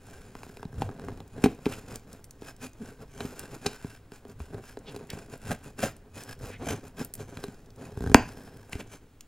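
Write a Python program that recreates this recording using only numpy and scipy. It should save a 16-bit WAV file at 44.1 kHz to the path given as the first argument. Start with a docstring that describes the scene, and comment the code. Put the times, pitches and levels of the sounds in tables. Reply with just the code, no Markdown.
"""A cardboard box, tapped and scratched by a hand, close to a microphone in a quiet room.
Finger knocks ring the hollow lid; nails tick, scrape and rasp on its paper liner; skin sticks
and slips in squeaks and judders; the resting forearm shifts and makes the box rumble.
Near the end the lid creaks harder and harder under the arm, then buckles with one loud pop."""
import sys
import numpy as np
from scipy import signal
from scipy.fft import rfft, irfft, next_fast_len
from scipy.io import wavfile

SR = 44100
rng = np.random.default_rng(int(sys.argv[2]) if len(sys.argv) > 2 else 0)


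def transcribe(signal):
    """Save signal, clipped to [-1, 1], as a 16-bit WAV file at the path in sys.argv[1]."""
    frames = np.atleast_2d(signal).T
    limited = np.clip(frames, -1, 1)
    pcm = np.round(limited * 32767).astype(np.int16)
    wavfile.write(sys.argv[1], SR, pcm)


N = 408807
FIR_LEN = 4096
HZ = np.fft.rfftfreq(FIR_LEN, 1 / SR) + 1
BAND_LIMIT_HZ = 16300
POP_S, LIFT_OFF_S = 8.1443, 8.97

# room noise and microphone hiss: freq_hz, gain_db
FLOOR_EQ = [(22, 1), (50, -8), (105, -4), (170, -16.5), (260, -12), (600, -24), (1500, -29), (5000, -39.5),
            (15000, -42.5)]
# resonances of the box's air, lid and paper skin: freq_hz, width_hz, level_db
BOX_MODES = [(73.36,100,-2.5), (107,17,-3.5), (155.89,65,-5), (210,27,-3), (257,52,0), (320.86,29,-7.5),
             (405.2,38.686,0), (465.66,44,-6.5), (756,249.55,-11.5), (1010,520,-21), (1580,310,-22.5),
             (2050,180,-27), (2450,300,-23.5), (4010,260,-21.5), (6000,8800,-22.5)]
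# resonances of the paper liner: freq_hz, width_hz, lift_db
LINER_MODES = [(1580, 190, 3.5), (2430, 87, 3), (2700, 110, 5), (3210, 230, 2.5), (5090, 250, 6.5),
               (6380, 450, 6.5), (7070, 390, 5), (9830, 720, 4.5), (12500, 610, 3)]
# finger strokes: peak_s, swell_s, fade_s, scrape_db, drag_db
FINGER_STROKES = [(0.11, 0.16, 0.44, -59.5, -54.5), (0.44, 0.13, 0.3, -60.5, -56),
                  (0.82, 0.08, 0.08, -58, -42.5), (1.099, 0.32, 0.21, -67, -43.5),
                  (1.43, 0.15, 0.17, -58, -42.5), (1.717, 0.10564, 0.12295, -49.5, -41.5),
                  (1.954, 0.13, 0.039, -52.5, -42), (2.16, 0.14, 0.059, -62.5, -48.5),
                  (2.488, 0.09, 0.043, -52, -48.5), (2.644, 0.041, 0.037, -44.5, -47),
                  (2.862, 0.0888, 0.11192, -56.5, -47.5), (3.023, 0.05, 0.025, -59.5, -44),
                  (3.229, 0.12, 0.18634, -51, -42), (3.41, 0.08054, 0.094, -53.5, -44),
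                  (3.54, 0.066, 0.047, -53, -44.5), (3.678, 0.076, 0.098, -52.5, -41),
                  (3.92, 0.69, 0.079, -57.5, -73.5), (4.139, 0.034, 0.082, -58, -58.5),
                  (4.31, 0.05, 0.027, -60, -46.5), (4.41, 0.031, 0.1523, -59.5, -52),
                  (4.55, 0.05884, 0.075, -64, -42), (4.68, 0.076, 0.09, -55.5, -54.5),
                  (4.94, 0.14, 0.19, -61, -44.5), (5.14, 0.048, 0.18, -56, -45),
                  (5.341, 0.051, 0.031, -52.5, -42), (5.504, 0.095, 0.06, -46, -41.5),
                  (5.67, 0.065, 0.041, -55, -47.5), (5.801, 0.028, 0.0728, -46, -42),
                  (5.85, 0.062, 0.069, -42.5, -38.5), (6.177, 0.04112, 0.096, -48.5, -46),
                  (6.32, 0.095, 0.034, -51.5, -46), (6.44, 0.051, 0.11977, -51, -41),
                  (6.708, 0.089, 0.078, -42.5, -36), (6.87, 0.063, 0.0408, -58, -44.5),
                  (7.006, 0.04, 0.0535, -44.5, -38), (7.203, 0.026, 0.045, -50, -38.5),
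                  (7.42, 0.32, 0.21, -59.5, -49), (7.83, 0.073, 0.11, -60.5, -43.5),
                  (8.12, 0.34, 0.9, -60, -48.5), (8.73, 0.023, 0.0674, -51, -46.5),
                  (8.8, 0.021, 0.033, -50.5, -43.5), (8.951, 0.082, 0.03, -52.5, -47.5)]
# nail on paper: freq_hz, gain_db
SCRAPE_EQ = [(300, -22.5), (660, 9), (1050, 7), (2550, 2), (3000, -0.5), (4000, -0.5), (5100, -2.5),
             (6500, -3), (8200, -1.5), (9900, -4.5), (11300, -5.5), (15000, -8)]
# force of dragging skin: freq_hz, gain_db
DRAG_EQ = [(50, -18), (130, 0.5), (280, -1), (400, -2), (540, 5.5), (800, -2.5), (1200, -2), (1600, 1),
           (2200, -8), (8000, -22)]
# forearm weight shifts: peak_s, swell_s, fade_s, level_db
ARM_SHIFTS = [(0.79, 0.09, 0.12, -35.5), (1.12, 0.19, 0.22, -44.5), (6.44, 0.045, 0.096, -43),
              (8.1, 0.19, 0.21, -34.5)]
# force of the shifting arm: freq_hz, gain_db
ARM_EQ = [(25, 9.5), (70, -5), (105, 6.5), (180, -6), (300, -21.5), (900, -27)]
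# nail ticks: start_s, level_db, pitch_hz
NAIL_TICKS = [(1.9577, -19.5, 7613), (2.13, -29, 7258), (2.2426, -28.5, 7327), (2.3089, -28.5, 7240),
              (3.3938, -18, 9174), (4.963, -28.5, 5200), (5.1024, -18, 5000), (6.236, -26.5, 7492),
              (7.048, -19.5, 10400), (7.1385, -18, 10800), (7.1528, -24.5, 10900), (9.2082, -27, 5410)]
# finger knocks: start_s, force_db, weight_db, hardness_db, spot_hz
FINGER_KNOCKS = [(0.352, 4.5, -1, 2, 1110), (0.432, 0.5, -29, 8.5, 880), (0.57, 0, -12, 8, 799),
                 (0.629, 6.5, -6, 1, 1247), (0.652, -2, 20.5, 3, 251.8), (0.8192, 19.5, 3.5, 0.5, 855.9),
                 (0.89, 12, -14.5, -7.5, 1250), (0.996, -0.5, -11, 5, 899), (1.084, 13.5, -18, -4, 1185),
                 (1.203, 4.5, 1.5, 3.5, 799), (1.4392, 29, 2, 4.5, 258), (1.4584, 27, -3, -4, 300),
                 (1.6566, 13.5, 3, 5, 2900), (1.663, 24, -1, -6.5, 319.9), (2.42, 4.5, -1, 1, 373.1),
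                 (3.205, 12.5, 3.5, 4.5, 2940), (3.248, 9, 7, -11, 268.5), (3.659, 15, -30, 4, 392.9),
                 (3.663, 18.5, 5, 9.5, 5300), (3.845, 7, 14, -0.5, 338), (4.119, -2.5, 7, 8.5, 366),
                 (4.251, 0, -17, -1, 480.5), (4.402, 5.5, 4, -0.5, 1000), (4.544, 1.5, 14, 3, 420),
                 (4.771, 10, -17, -4.5, 620), (4.962, 5.5, -2.5, 7, 465), (5.132, 5.5, 13.5, 0, 699),
                 (7.371, 4, 9, 8.5, 1605), (7.439, 10.5, -5, 8, 497), (7.482, 0, 14, 4.5, 250.7),
                 (8.371, -0.5, 0, -15, 447), (8.73, 4, 8, 12.5, 2720), (8.753, 6, 2, 3, 286)]
# lone creaks as the hand settles: start_s
LIGHT_CREAKS_S = [0.465, 0.497, 0.595, 0.728, 0.742, 0.9, 0.913, 5.171, 7.92]
# creaks leading to the pop: start_s
LOADED_CREAKS_S = [7.973, 8.006, 8.022, 8.039, 8.062, 8.073, 8.097, 8.116]
# force of a creak: freq_hz, gain_db
CREAK_EQ = [(70, 9.5), (150, 7), (300, 1.5), (420, 3.5), (600, 0), (1200, -3), (1620, 5), (2300, -12.5),
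            (6300, -14)]
# pushes with the heel of the hand: start_s, rise_s, level_db, pitch_hz
HEEL_THUMPS = [(0.753, 0.023, -37, 71), (4.404, .009, -31.5, 77), (8.752, 0.0034, -28, 72)]
# skin squeaks: centre_s, length_s, level_db, pitch_hz
SKIN_SQUEAKS = [(1.731, 0.044, -47, 2550), (4.883, 0.06877, -50, 3200), (5.106, 0.043, -47.5, 2070),
                (6.535, 0.11, -50.5, 2060), (8.804, 0.02162, -45.5, 2500)]
# fingertip judders: centre_s, length_s, level_db, first_hz, last_hz, lowpass_hz
FINGER_JUDDERS = [(2.643, 0.088, -43.5, 241.4, 272, 150), (2.819, 0.059, -40.5, 214, 301, 100),
                  (6.625, 0.083, -41.5, 199, 399, 1900)]
# nail digging in: peak_s, swell_s, fade_s, level_db
NAIL_RASPS = [(5.509, .004, 0.014, -32.5), (5.516, 0.0043, 0.022, -31.5), (5.831, 0.0046, 0.011, -29.5),
              (5.839, 0.0055, 0.027, -29.5), (6.671, .004, .007, -33), (6.687, 0.0047, 0.0098, -36.5),
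              (6.707, .005, 0.016, -32.5)]
# chattering nail: freq_hz, gain_db
RASP_EQ = [(50, -1), (140, 19.5), (250, 18.5), (330, 5), (430, 12), (660, 16), (1000, 0.5), (1600, 4),
           (4000, -9), (10000, -9.5), (15000, -14)]
# force of the buckling lid: freq_hz, gain_db
POP_EQ = [(80, 36), (160, 33), (255, 43), (400, 35.5), (750, 46.9), (1000, 51.2), (1200, 38), (1600, 51.3),
          (2000, 41.4), (2600, 44.8), (3900, 30), (5200, 37.6), (7000, 39.5), (8500, 31), (12000, 29)]
# reverb decay: freq_hz, t60_s
ROOM_DECAY = [(100, 0.36), (500, 0.22), (6000, 0.33), (10000, 0.06), (15000, 0.2)]
# reverb colour: freq_hz, gain_db
ROOM_EQ = [(80, -15.5), (250, -18.5), (620, -12), (950, -16.5), (1300, -12), (1650, -13), (2200, -11),
           (6000, -16), (14000, -14)]


def amp(db):
    """Decibels to amplitude."""
    return 10 ** (np.asarray(db) / 20)


def unit_rms(x):
    """Scale to rms 1."""
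    return x / np.sqrt(np.mean(x ** 2) + 1e-20)


def curve(points, hz=HZ):
    """Interpolate (freq_hz, value) points over log frequency."""
    freq_hz, value = np.transpose(points)
    return np.interp(np.log(hz + 1), np.log(freq_hz), value)


def add(mix, start_s, sound):
    """Mix a sound in at start_s."""
    part = mix[max(round(start_s * SR), 0):][:len(sound)]
    part += sound[:len(part)]


def impulse_response(eq_db):
    """Minimum-phase response of a spectrum."""
    log_gain = np.log(amp(np.maximum(eq_db, -100)))
    mirrored = np.r_[log_gain, log_gain[-2:0:-1]]
    return np.fft.ifft(np.exp(np.conj(signal.hilbert(mirrored)))).real


def coloured(x, eq_db, band_hz):
    """Filter by eq_db; scale to rms 1 within band_hz."""
    y = signal.oaconvolve(x, impulse_response(eq_db))[:N]
    in_band = signal.sosfilt(signal.butter(4, band_hz, "bandpass", fs=SR, output="sos"), y)
    return y / in_band.std()


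def wander(rate_hz):
    """Random drift of rms 1."""
    knots = rng.standard_normal(N // 32)
    return unit_rms(np.interp(np.arange(N) * rate_hz / SR, np.arange(len(knots)), knots))


def box_db(damping=1):
    """Box resonances; pressing the lid damps and widens them."""
    power = sum(amp(db) ** 2 / (1 + ((HZ ** 2 - hz ** 2) / (HZ * width_hz * damping)) ** 2) ** 1.5
                for hz, width_hz, db in BOX_MODES)
    return 10 * np.log10(power)


def liner_db(detune=0, spread_db=0):
    """Lift from the liner's resonances, scattered by the place touched."""
    scatter = rng.standard_normal((len(LINER_MODES), 2))
    power = 0
    for (hz, width_hz, db), (pitch, strength) in zip(LINER_MODES, scatter):
        offset = 2 * (HZ - hz * (1 + detune * pitch)) / width_hz
        power += amp(db + spread_db * strength) ** 2 / (1 + offset ** 2) ** 1.5
    return 10 * np.log10(1 + power)


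def friction(slips_per_s, spread_db, grip_db, grip_hz):
    """Paper fibres catch and release: uneven slips, clumped by a wavering grip."""
    sizes = amp(spread_db * np.minimum(rng.exponential(1, N), 5)) * rng.choice([-1, 1], N)
    slipping = rng.random(N) < slips_per_s / SR
    return sizes * slipping * amp(grip_db * wander(grip_hz))


def motion_gain(moves, rest_db, drop_db=17.5, roundness=1.62):
    """Envelope of moves (peak_s, swell_s, fade_s, level_db) over a resting stir until lift-off."""
    t = np.arange(N) / SR
    power = amp(rest_db) ** 2 * np.clip((LIFT_OFF_S - t) * 10, 0, 1)
    for peak_s, swell_s, fade_s, level_db in moves:
        near = abs(t - peak_s) < 2 * max(swell_s, fade_s)
        distance = np.maximum((peak_s - t[near]) / swell_s, (t[near] - peak_s) / fade_s)
        power[near] += amp(level_db - drop_db * distance ** roundness) ** 2
    return np.sqrt(power)


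def background(floor_db=-58, sway_db=-61, whine_db=-80):
    """Room rumble, hiss, electrical whine, and the box swaying until lift-off."""
    t = np.arange(N) / SR
    floor = coloured(rng.standard_normal(N), curve(FLOOR_EQ), (20, 16000))
    sway_eq = [(12, -12), (25, 0), (45, 0), (120, -25), (600, -70)]
    sway = coloured(rng.standard_normal(N), curve(sway_eq), (20, 60))
    sway *= np.clip((LIFT_OFF_S - t) * 10, 0, 1)
    whine = np.sin(2 * np.pi * 15626 * t) + np.sin(2 * np.pi * 15679 * t)
    return amp(floor_db) * floor + amp(sway_db) * sway + amp(whine_db) * whine


def nail_scrape(catch_db=18, catches_per_s=22, places=5, glide_hz=7):
    """Fine slips and sharper catches ring the liner; the nail glides between differently tuned places."""
    out, power = np.zeros(N), np.zeros(N)
    for _ in range(places):
        slips = friction(slips_per_s=8300, spread_db=4, grip_db=3.5, grip_hz=169.85)
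        catches = (rng.random(N) < catches_per_s / SR) * rng.uniform(-0.87, 1, N)
        force = unit_rms(slips) + 2 * amp(catch_db) * catches
        eq_db = curve(SCRAPE_EQ) + liner_db(detune=0.035, spread_db=4.5)
        nearness = np.exp(2 * wander(glide_hz))
        out += nearness * coloured(force, eq_db, (3000, 14000))
        power += nearness ** 2
    return out / np.sqrt(power)


def strokes(drag_trim_db=-1):
    """Nails hiss over the paper while coarser slips of the skin shake the box."""
    slips = friction(slips_per_s=900, spread_db=2.5, grip_db=3, grip_hz=69.24)
    drag = coloured(slips, box_db(damping=1.2) + curve(DRAG_EQ), (220, 1200))
    nail_gain = motion_gain([(*timing, db) for *timing, db, _ in FINGER_STROKES], rest_db=-80)
    skin_gain = motion_gain([(*timing, db) for *timing, _, db in FINGER_STROKES], rest_db=-60.5)
    return nail_scrape() * nail_gain + amp(drag_trim_db) * drag * skin_gain


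def forearm(trim_db=0.5, coupling_db=-7):
    """Soft slips of the arm rumble the box at each shift, and a little with each stroke."""
    slips = friction(slips_per_s=490, spread_db=0.5, grip_db=3.5, grip_hz=15)
    rumble = coloured(slips, box_db() + curve(ARM_EQ), (55, 200))
    pulls = [(*timing, drag_db + coupling_db) for *timing, _, drag_db in FINGER_STROKES]
    return amp(trim_db) * rumble * motion_gain(ARM_SHIFTS + pulls, rest_db=-58)


def crackle_rows(per_s=9, level_db=-41.5, spread_db=3.5, pitch_hz=7500):
    """Stray paper crackles under the hand until lift-off: start_s, level_db, pitch_hz."""
    gap, size, pitch = rng.random(size=(300, 3)).T
    starts_s = np.cumsum(-np.log(1 - gap)) / per_s
    rows = zip(starts_s, level_db + spread_db * (2 * size - 1), pitch_hz * 2 ** (pitch - 0.5))
    return [row for row in rows if row[0] < LIFT_OFF_S]


def ticks(trim_db=-2, flutter_s=0.0024, flutter_gain=0.26567):
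    """Nail ticks and paper crackles, too light to move the lid: a click and flutter in the treble."""
    out, t = np.zeros(N), np.arange(FIR_LEN // 8) / SR
    for start_s, level_db, hz in NAIL_TICKS + crackle_rows():
        force = flutter_gain * rng.standard_normal(len(t)) * np.exp(-t / flutter_s)
        force[0] = 1
        hump_db = curve([(hz / 20, -22), (hz / 3, -13), (hz, 0), (hz * 2, -9)])
        tick = signal.fftconvolve(force, impulse_response(hump_db))
        add(out, start_s, amp(level_db + trim_db) * tick / abs(tick).max())
    return out


def impact(eq_db, dispersion_s, crush_s, crush_hz):
    """One blow: crushed paper crackles above crush_hz, and the bass arrives late."""
    crush = rng.standard_normal(FIR_LEN) * np.exp(-np.arange(FIR_LEN) / SR / crush_s)
    crush_share = HZ ** 2 / (HZ ** 2 + crush_hz ** 2)
    force = np.sqrt(1 - crush_share) + np.sqrt(crush_share) * rfft(crush / np.linalg.norm(crush))
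    # bending-wave speed goes with the root of frequency
    lag_s = dispersion_s * (np.sqrt(1000 / (HZ + 150)) - np.sqrt(1000 / HZ[-1]))
    delay = np.exp(-2j * np.pi * np.cumsum(lag_s) * SR / FIR_LEN)
    return irfft(rfft(impulse_response(eq_db)) * force * delay)


def tap(eq_db, force_db):
    """Impact coloured at random by its place on the lid; more force crushes the paper for longer."""
    log_hz = np.linspace(np.log(100), np.log(BAND_LIMIT_HZ), 48)
    place_db = np.interp(np.log(HZ), log_hz, rng.standard_normal(48))
    crush_s = 0.0018 * amp(0.42 * force_db)
    return impact(eq_db + place_db + force_db, dispersion_s=0.0018, crush_s=crush_s, crush_hz=1640)


def knocks(spot_boost_db=8, spot_octaves=0.70305):
    """Fingers ring the box: weight adds bass, hardness adds snap, each spot favours its own pitch."""
    out, body_db = np.zeros(N), box_db()
    for start_s, force_db, weight_db, hardness_db, spot_hz in FINGER_KNOCKS:
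        snap_db = -13.5 + 1.32 * hardness_db
        contact_db = curve([(70, weight_db - 5), (105, weight_db - 4.5), (155, weight_db), (300, 0),
                            (600, 0), (1700, hardness_db), (2500, hardness_db), (6000, snap_db)])
        spot_db = spot_boost_db * np.exp(-(np.log2(HZ / spot_hz) / spot_octaves) ** 2)
        add(out, start_s, tap(body_db + contact_db + spot_db, force_db))
    return out


def creaks(light_db=1.5, at_pop_db=17.5, growth_db_per_s=47.5):
    """The loaded lid slips: lone light creaks, then a run that grows until it gives way."""
    out, eq_db = np.zeros(N), box_db() + curve(CREAK_EQ)
    low_cut_db = 10 * np.log10(HZ ** 2 / (HZ ** 2 + 300 ** 2))
    for start_s in LIGHT_CREAKS_S:
        add(out, start_s, tap(eq_db + low_cut_db, light_db))
    for start_s in LOADED_CREAKS_S:
        add(out, start_s, tap(eq_db, at_pop_db - growth_db_per_s * (POP_S - start_s)))
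    return out


def thumps():
    """The whole lid swings a few times under a soft push."""
    out, t = np.zeros(N), np.arange(2 * FIR_LEN) / SR
    for start_s, rise_s, level_db, pitch_hz in HEEL_THUMPS:
        envelope = t / rise_s * np.exp(1 - t / rise_s)
        add(out, start_s, amp(level_db) * envelope * np.sin(2 * np.pi * pitch_hz * t))
    return out


def squeaks(q=1.5):
    """Uneven stick-slip of skin gathers round one pitch in a soft, hoarse squeak."""
    out = np.zeros(N)
    for centre_s, length_s, level_db, pitch_hz in SKIN_SQUEAKS:
        slips = rng.standard_normal(SR)[:int(length_s * SR) + 256]
        b, a = signal.iirpeak(pitch_hz, q, fs=SR)
        tone = signal.lfilter(b, a, signal.lfilter(b, a, slips))
        squeak = unit_rms(tone * np.hanning(len(tone))) / np.sqrt(2)
        add(out, centre_s - length_s / 2, amp(level_db) * squeak)
    return out


def judders(jitter=0.1, jitter_hz=194):
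    """Near-regular slips nudge the pressed lid, quickening as the fingertip gathers speed."""
    out, body_db = np.zeros(N), box_db(damping=1.6)
    for centre_s, length_s, level_db, first_hz, last_hz, lowpass_hz in FINGER_JUDDERS:
        n = int(length_s * SR)
        rate_hz = np.linspace(first_hz, last_hz, n) * (1 + jitter * wander(jitter_hz)[:n])
        pulses = np.diff(np.floor(np.cumsum(rate_hz) / SR), prepend=0)
        slips = pulses * np.hanning(n) * rng.uniform(0.46, 1, N)[:n]
        band_db = 20 * np.log10(HZ ** 2 / (HZ ** 2 + first_hz ** 2) / (1 + (HZ / lowpass_hz) ** 2))
        judder = signal.fftconvolve(slips, impulse_response(body_db + band_db))
        add(out, centre_s - length_s / 2, amp(level_db) * judder / judder[:n].std())
    return out


def rasps(bite_db=41.5):
    """A nail bites with a knock and chatters; hard, dense slips shake liner and lid."""
    slips = friction(slips_per_s=3000, spread_db=2, grip_db=3.5, grip_hz=400)
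    chatter = coloured(slips, curve(RASP_EQ) + liner_db(), (500, 8000))
    out = chatter * motion_gain(NAIL_RASPS, rest_db=-np.inf)
    knock_eq_db = box_db() + curve([(300, -1), (1600, 5.5), (6000, -6.5)])
    for peak_s, _, _, level_db in NAIL_RASPS:
        add(out, peak_s, tap(knock_eq_db, level_db + bite_db))
    return out


def pop():
    """The pressed lid buckles all at once: a short, hollow crack."""
    out, eq_db = np.zeros(N), box_db(damping=1.8) + curve(POP_EQ)
    add(out, POP_S, impact(eq_db, dispersion_s=0.003, crush_s=0.0015, crush_hz=8000))
    return out


def room(x, predelay_s=0.0063):
    """Dense reflections, each band decaying at its own rate."""
    hz, t, noise = signal.stft(rng.standard_normal(SR), SR, nperseg=256)
    decay = amp(-60 * t / curve(ROOM_DECAY, hz)[:, None])
    decay /= np.sqrt(SR * np.mean(decay ** 2, axis=1, keepdims=True))
    band_gain = amp(curve(ROOM_EQ, hz))[:, None]
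    tail = signal.istft(noise * decay * band_gain, SR, nperseg=256)[1]
    return signal.oaconvolve(x, np.r_[np.zeros(round(predelay_s * SR)), tail])[:N]


def scene(side_db=-16, side_hiss_db=-86):
    """Box and room at one stereo microphone; the right channel's treble trails by a sample."""
    box = knocks() + creaks() + pop() + ticks() + strokes()
    box += rasps() + judders() + squeaks() + thumps() + forearm()
    mid = box + room(box) + background()
    treble = np.diff(box, prepend=0)
    side = amp(side_db) * room(treble) + amp(side_hiss_db) * rng.standard_normal(N)
    fft_len = next_fast_len(N)
    hz = np.fft.rfftfreq(fft_len, 1 / SR)
    lag_s = hz ** 2 / (hz ** 2 + 500 ** 2) / SR
    right = irfft(rfft(mid - side, fft_len) * np.exp(-2j * np.pi * hz * lag_s), fft_len)[:N]
    return np.array([mid + side, right])


def record(dry):
    """Soft clip where the pop overloads the input, then the band limit."""
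    clipped = dry / (1 + dry ** 8) ** (1 / 8)
    lowpass = signal.firwin(255, BAND_LIMIT_HZ, window=("kaiser", 8), fs=SR)
    return signal.oaconvolve(clipped, lowpass[None], "same")


dry = scene()
out = record(dry)
transcribe(out)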